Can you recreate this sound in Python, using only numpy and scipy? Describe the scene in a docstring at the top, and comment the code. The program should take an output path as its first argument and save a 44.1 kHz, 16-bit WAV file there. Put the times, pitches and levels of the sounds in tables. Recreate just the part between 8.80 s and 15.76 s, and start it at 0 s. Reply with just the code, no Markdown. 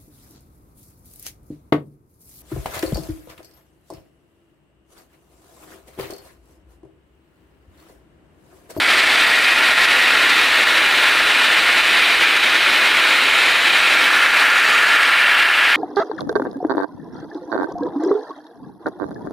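"""Under a tin roof, between block walls, steam blows from a valve on top of a wood-fired boiler.
The turbulent jet roars, fizzes and flutters over the faint rumble of the fire; roof and walls colour
it with resonances and drifting comb filtering. A hand-held microphone a few metres away swings late
towards the plume, and the roar turns hollower and duller. A limiter holds the peaks."""
import sys
import numpy as np
from scipy import signal
from scipy.fft import rfft, irfft
from scipy.io import wavfile
from scipy.ndimage import uniform_filter1d, minimum_filter1d

SR = 44100
rng = np.random.default_rng(int(sys.argv[2]) if len(sys.argv) > 2 else 0)


def transcribe(signal):
    """Save signal, clipped to [-1, 1], as a 16-bit WAV file at the path in sys.argv[1]."""
    frames = np.atleast_2d(signal).T
    limited = np.clip(frames, -1, 1)
    pcm = np.round(limited * 32767).astype(np.int16)
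    wavfile.write(sys.argv[1], SR, pcm)


N = 306936
TIME = np.arange(N) / SR
SIZE, HOP = 2048, 512  # samples per spectral frame and between frames
HZ = np.fft.rfftfreq(SIZE, 1 / SR)
FRAME_S = np.arange(N // HOP + 5) * HOP / SR


def gain_of(db):
    """Amplitude ratio of a level in decibels."""
    return 10 ** (np.asarray(db) / 20)


def unit_rms(x):
    """Normalisation to an rms of 1."""
    return x / np.sqrt(np.mean(x ** 2) + 1e-20)


def spectrum_db(points):
    """Spectral envelope, interpolated over log frequency."""
    hz, level_db = np.transpose(points)
    return np.interp(np.log(HZ + 1), np.log(hz), level_db)


def resonance(centre_hz, width_hz):
    """Lorentzian resonance curve, 1 at its centre."""
    return 1 / (1 + (2 * (HZ - centre_hz) / width_hz) ** 2)


def step(t, at_s, length_s):
    """Smooth transition from 0 to 1 around a moment."""
    return .5 + .5 * np.tanh(2 * (t - at_s) / length_s)


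def shaped_noise(shape_db):
    """Gaussian noise of rms 1 whose short-time spectrum follows an envelope."""
    real, imag = rng.standard_normal((2, len(FRAME_S), len(HZ)))
    frames = (real + 1j * imag) * gain_of(shape_db)
    return unit_rms(signal.istft(frames.T, nperseg=SIZE, noverlap=SIZE - HOP)[1][:N])


def wander(low_hz, high_hz):
    """Band-limited random modulation of rms 1."""
    hz = np.fft.rfftfreq(N, 1 / SR)
    band = hz / np.hypot(hz, low_hz) / (1 + (hz / high_hz) ** 2)
    return unit_rms(irfft(rfft(rng.standard_normal(N)) * band, N))


def fire_draught(level_db=-50.5, fade_db=5.5):
    """Flow noise: air drawn into the firebox rumbles, fading as the microphone moves off."""
    # spectrum of the draught: frequency_hz, relative_db
    draught = [(8, -12), (24, 2.5), (45, -4.5), (110, -5), (200, -9.5), (500, -29)]
    return shaped_noise(spectrum_db(draught)) * gain_of(level_db - fade_db * (TIME / TIME[-1] - .5))


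def reflections_db(strength=1.15, first_s=.003, last_s=.038, drift_s=.00007, blur_hz=1100, count=60):
    """Comb filtering: echoes off roof and walls interfere with the direct sound as the hand sways."""
    coarse_s = FRAME_S[::4]
    pressure = np.ones((len(coarse_s), len(HZ)), complex)
    for place, polarity, rate, phase in rng.random((count, 4)):
        sway = np.sin(2 * np.pi * ((.052 + .197 * rate) * coarse_s + phase))
        delay_s = first_s + (last_s - first_s) * place + drift_s * sway
        amplitude = np.sign(polarity - .5) * strength / np.sqrt(count)
        pressure += amplitude * np.exp(-2j * np.pi * delay_s[:, None] * HZ)
    power = np.repeat(abs(pressure) ** 2 / (1 + strength ** 2), 4, axis=0)[:len(FRAME_S)]
    comb_db = 10 * np.log10(power + .051)  # diffuse sound partly fills the notches
    # the jet is long at low frequencies, which blurs the combs there
    return comb_db * HZ / (HZ + blur_hz)


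def resonances_db(softening=.15, turn_s=5.3, turn_length_s=.66):
    """Resonances and antiresonances colour the roar, less so once the microphone has turned."""
    # bands that valve, boiler shell and roof favour or cancel: centre_hz, width_hz, gain_db
    bands = [(625, 40, 3), (878, 34, 2), (1340, 53, 3.5), (1402, 37, 5), (1623, 38, 2.5), (1745, 28, 4),
             (1784, 40, 3), (1840, 38, -0.5), (2060, 38, -1), (2342, 55, -8.5), (2406, 27, 6),
             (2660, 20, 0.5), (2740, 33, 5.5), (2754, 59, -4), (3610, 32, 3), (4000, 30, -1.5),
             (3926, 37, 5.5), (4972, 35, -1.5)]
    depth = 1 - softening * step(FRAME_S[:, None], turn_s, turn_length_s)
    return depth * sum(db * resonance(hz, width_hz) for hz, width_hz, db in bands)


def directivity_db(swing_s=5.24, swing_length_s=.29):
    """Directivity: the jet beams its roar downstream and its treble sideways, so tone follows aim."""
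    # the microphone's pan away from the boiler: time_s, pan_share
    pan_path = [(0, -0.23), (2.5, -0.11), (3.4, 0.25), (5.1, 0.14), (5.95, 0.25), (6.4, 0.99), (6.96, 1.1)]
    # tone at full pan, with less rumble and treble: frequency_hz, gain_db
    pan_tone = [(300, -3), (700, -2.3), (1400, -1.2), (2200, 0.5), (3200, 0.9), (4200, -2.3), (7000, -2.8),
                (14000, -1.5)]
    # hollow tone inside the jet's beam: frequency_hz, gain_db
    beam_tone = [(300, -2), (650, 0.1), (1000, 1), (1300, 3.5), (1750, 3.5), (2100, -.5), (3200, -1.8),
                 (3750, -4), (4400, -0.9), (14000, -0.5)]
    pan = np.interp(FRAME_S, *np.transpose(pan_path))
    in_beam = step(FRAME_S, swing_s, swing_length_s)
    return np.outer(pan, spectrum_db(pan_tone)) + np.outer(in_beam, spectrum_db(beam_tone))


def whistles_db():
    """Narrow-band noise is heard as pitch: thin whistles come and go in the hiss."""
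    # swelling bands: peak_s, half_length_s, centre_hz, width_hz, gain_db
    swells = [(.3, .6, 8300, 450, 2), (0.623, 0.99, 1923, 70, 6), (.7, 0.14, 2480, 170, 5.5),
              (4.7, .7, 6980, 120, 6), (5.95, 0.28, 6800, 350, 7)]
    return sum(db * np.exp(-((FRAME_S[:, None] - peak_s) / half_s) ** 2) * resonance(hz, width_hz)
               for peak_s, half_s, hz, width_hz, db in swells)


def valve_flow_db(surge_db=.6, choke_s=.054, choke_share=.98, sag_s=.044, sag_share=.83, ramp_s=.0092):
    """Unsteady flow modulates the level: wet steam surges, and at times chokes, spurts and sags."""
    # strongest spurts of the valve: start_s, length_s, gain_db
    spurts = [(0.09, 0.16, 1.5), (0.646, 0.089, 2.5), (.975, 0.085, 2.6), (1.495, 0.18, 1.5),
              (1.952, 0.045, 1.5), (2.47, 0.098, 1), (2.961, 0.048, 1.3), (3.405, 0.085, 1.5),
              (3.637, 0.042, 1.4), (4.04, 0.052, 0.9), (4.957, .06, 1), (5.54, .12, 1.5), (5.978, 0.064, 1),
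              (6.575, 0.056, 0.5)]
    flow_db = surge_db * wander(3, 7)
    for start_s, length_s, db in spurts:
        moments_s = (start_s - choke_s, start_s, start_s + length_s, start_s + length_s + sag_s)
        choke, burst, end, settled = (step(TIME, at_s, ramp_s) for at_s in moments_s)
        flow_db += db * ((burst - end) - choke_share * (choke - burst) - sag_share * (end - settled))
    return flow_db


def jet_roar(flow_db, flutter, tone_db, level_db=-13.5, flutter_db=.53, sputter_db=.6, edge_hz=3200):
    """Turbulent mixing: eddies roar, and the small ones near the nozzle add a fitful treble edge."""
    # mixing noise of the jet: frequency_hz, relative_db
    mixing = [(100, -39.5), (190, -23.5), (300, -12.5), (470, -13.5), (750, -11), (1180, -6), (1400, -4),
              (2300, 1), (3100, -5.5), (4000, -8.4), (5000, -17.5), (6400, -25), (9000, -27),
              (15500, -43.5)]
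    roar = shaped_noise(spectrum_db(mixing) + resonances_db() + tone_db)
    roar *= gain_of(level_db + flow_db + flutter_db * flutter)
    edge = signal.sosfiltfilt(signal.butter(3, edge_hz, "high", fs=SR, output="sos"), roar)
    edge_db = .23 * flow_db + sputter_db * wander(1.6, 40)
    return roar + edge * (gain_of(edge_db) - 1)


def droplet_fizz(flow_db, flutter, sputter, tone_db, level_db=-34.5, flutter_db=.2, sputter_db=.2):
    """Spray noise: droplets fizz in the high treble, rising and falling with the flow."""
    # fine spray at the nozzle: frequency_hz, relative_db
    spray = [(3000, -30), (6300, -6), (8300, 0), (10800, -2), (11800, -6), (12750, -12), (14000, -7.5),
             (15400, -.5)]
    envelope_db = level_db + .89 * flow_db + flutter_db * flutter + sputter_db * sputter
    return shaped_noise(spectrum_db(spray) + tone_db) * gain_of(envelope_db)


def steam():
    """Common modulation: roar and fizz flutter together with the flow through one valve."""
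    flow_db = valve_flow_db()
    tone_db = reflections_db() + directivity_db() + whistles_db()
    flutter, sputter = wander(5.6, 28), wander(10, 90)
    return jet_roar(flow_db, flutter, tone_db) + droplet_fizz(flow_db, flutter, sputter, tone_db)


def scene():
    """Superposition of steam and fire, alike in both channels."""
    return np.tile(steam() + fire_draught(), (2, 1))


def record(dry, ceiling=.62, release_db_per_s=150, cutoff_hz=15520):
    """Peak limiting: the gain ducks at each peak and soon recovers; a low-pass limits the band."""
    over_db = np.maximum(20 * np.log10(abs(dry).max(0) / ceiling + 1e-9), 0)
    held_db = -minimum_filter1d(-over_db, size=33)  # running maximum
    release_db = TIME * release_db_per_s
    duck_db = uniform_filter1d(np.maximum.accumulate(held_db + release_db) - release_db, size=33)
    lowpass = signal.firwin(1023, cutoff_hz, window=("kaiser", 9), fs=SR)
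    return signal.oaconvolve(dry / gain_of(duck_db), lowpass[None], "same", axes=1)


dry = scene()
out = record(dry)
transcribe(out)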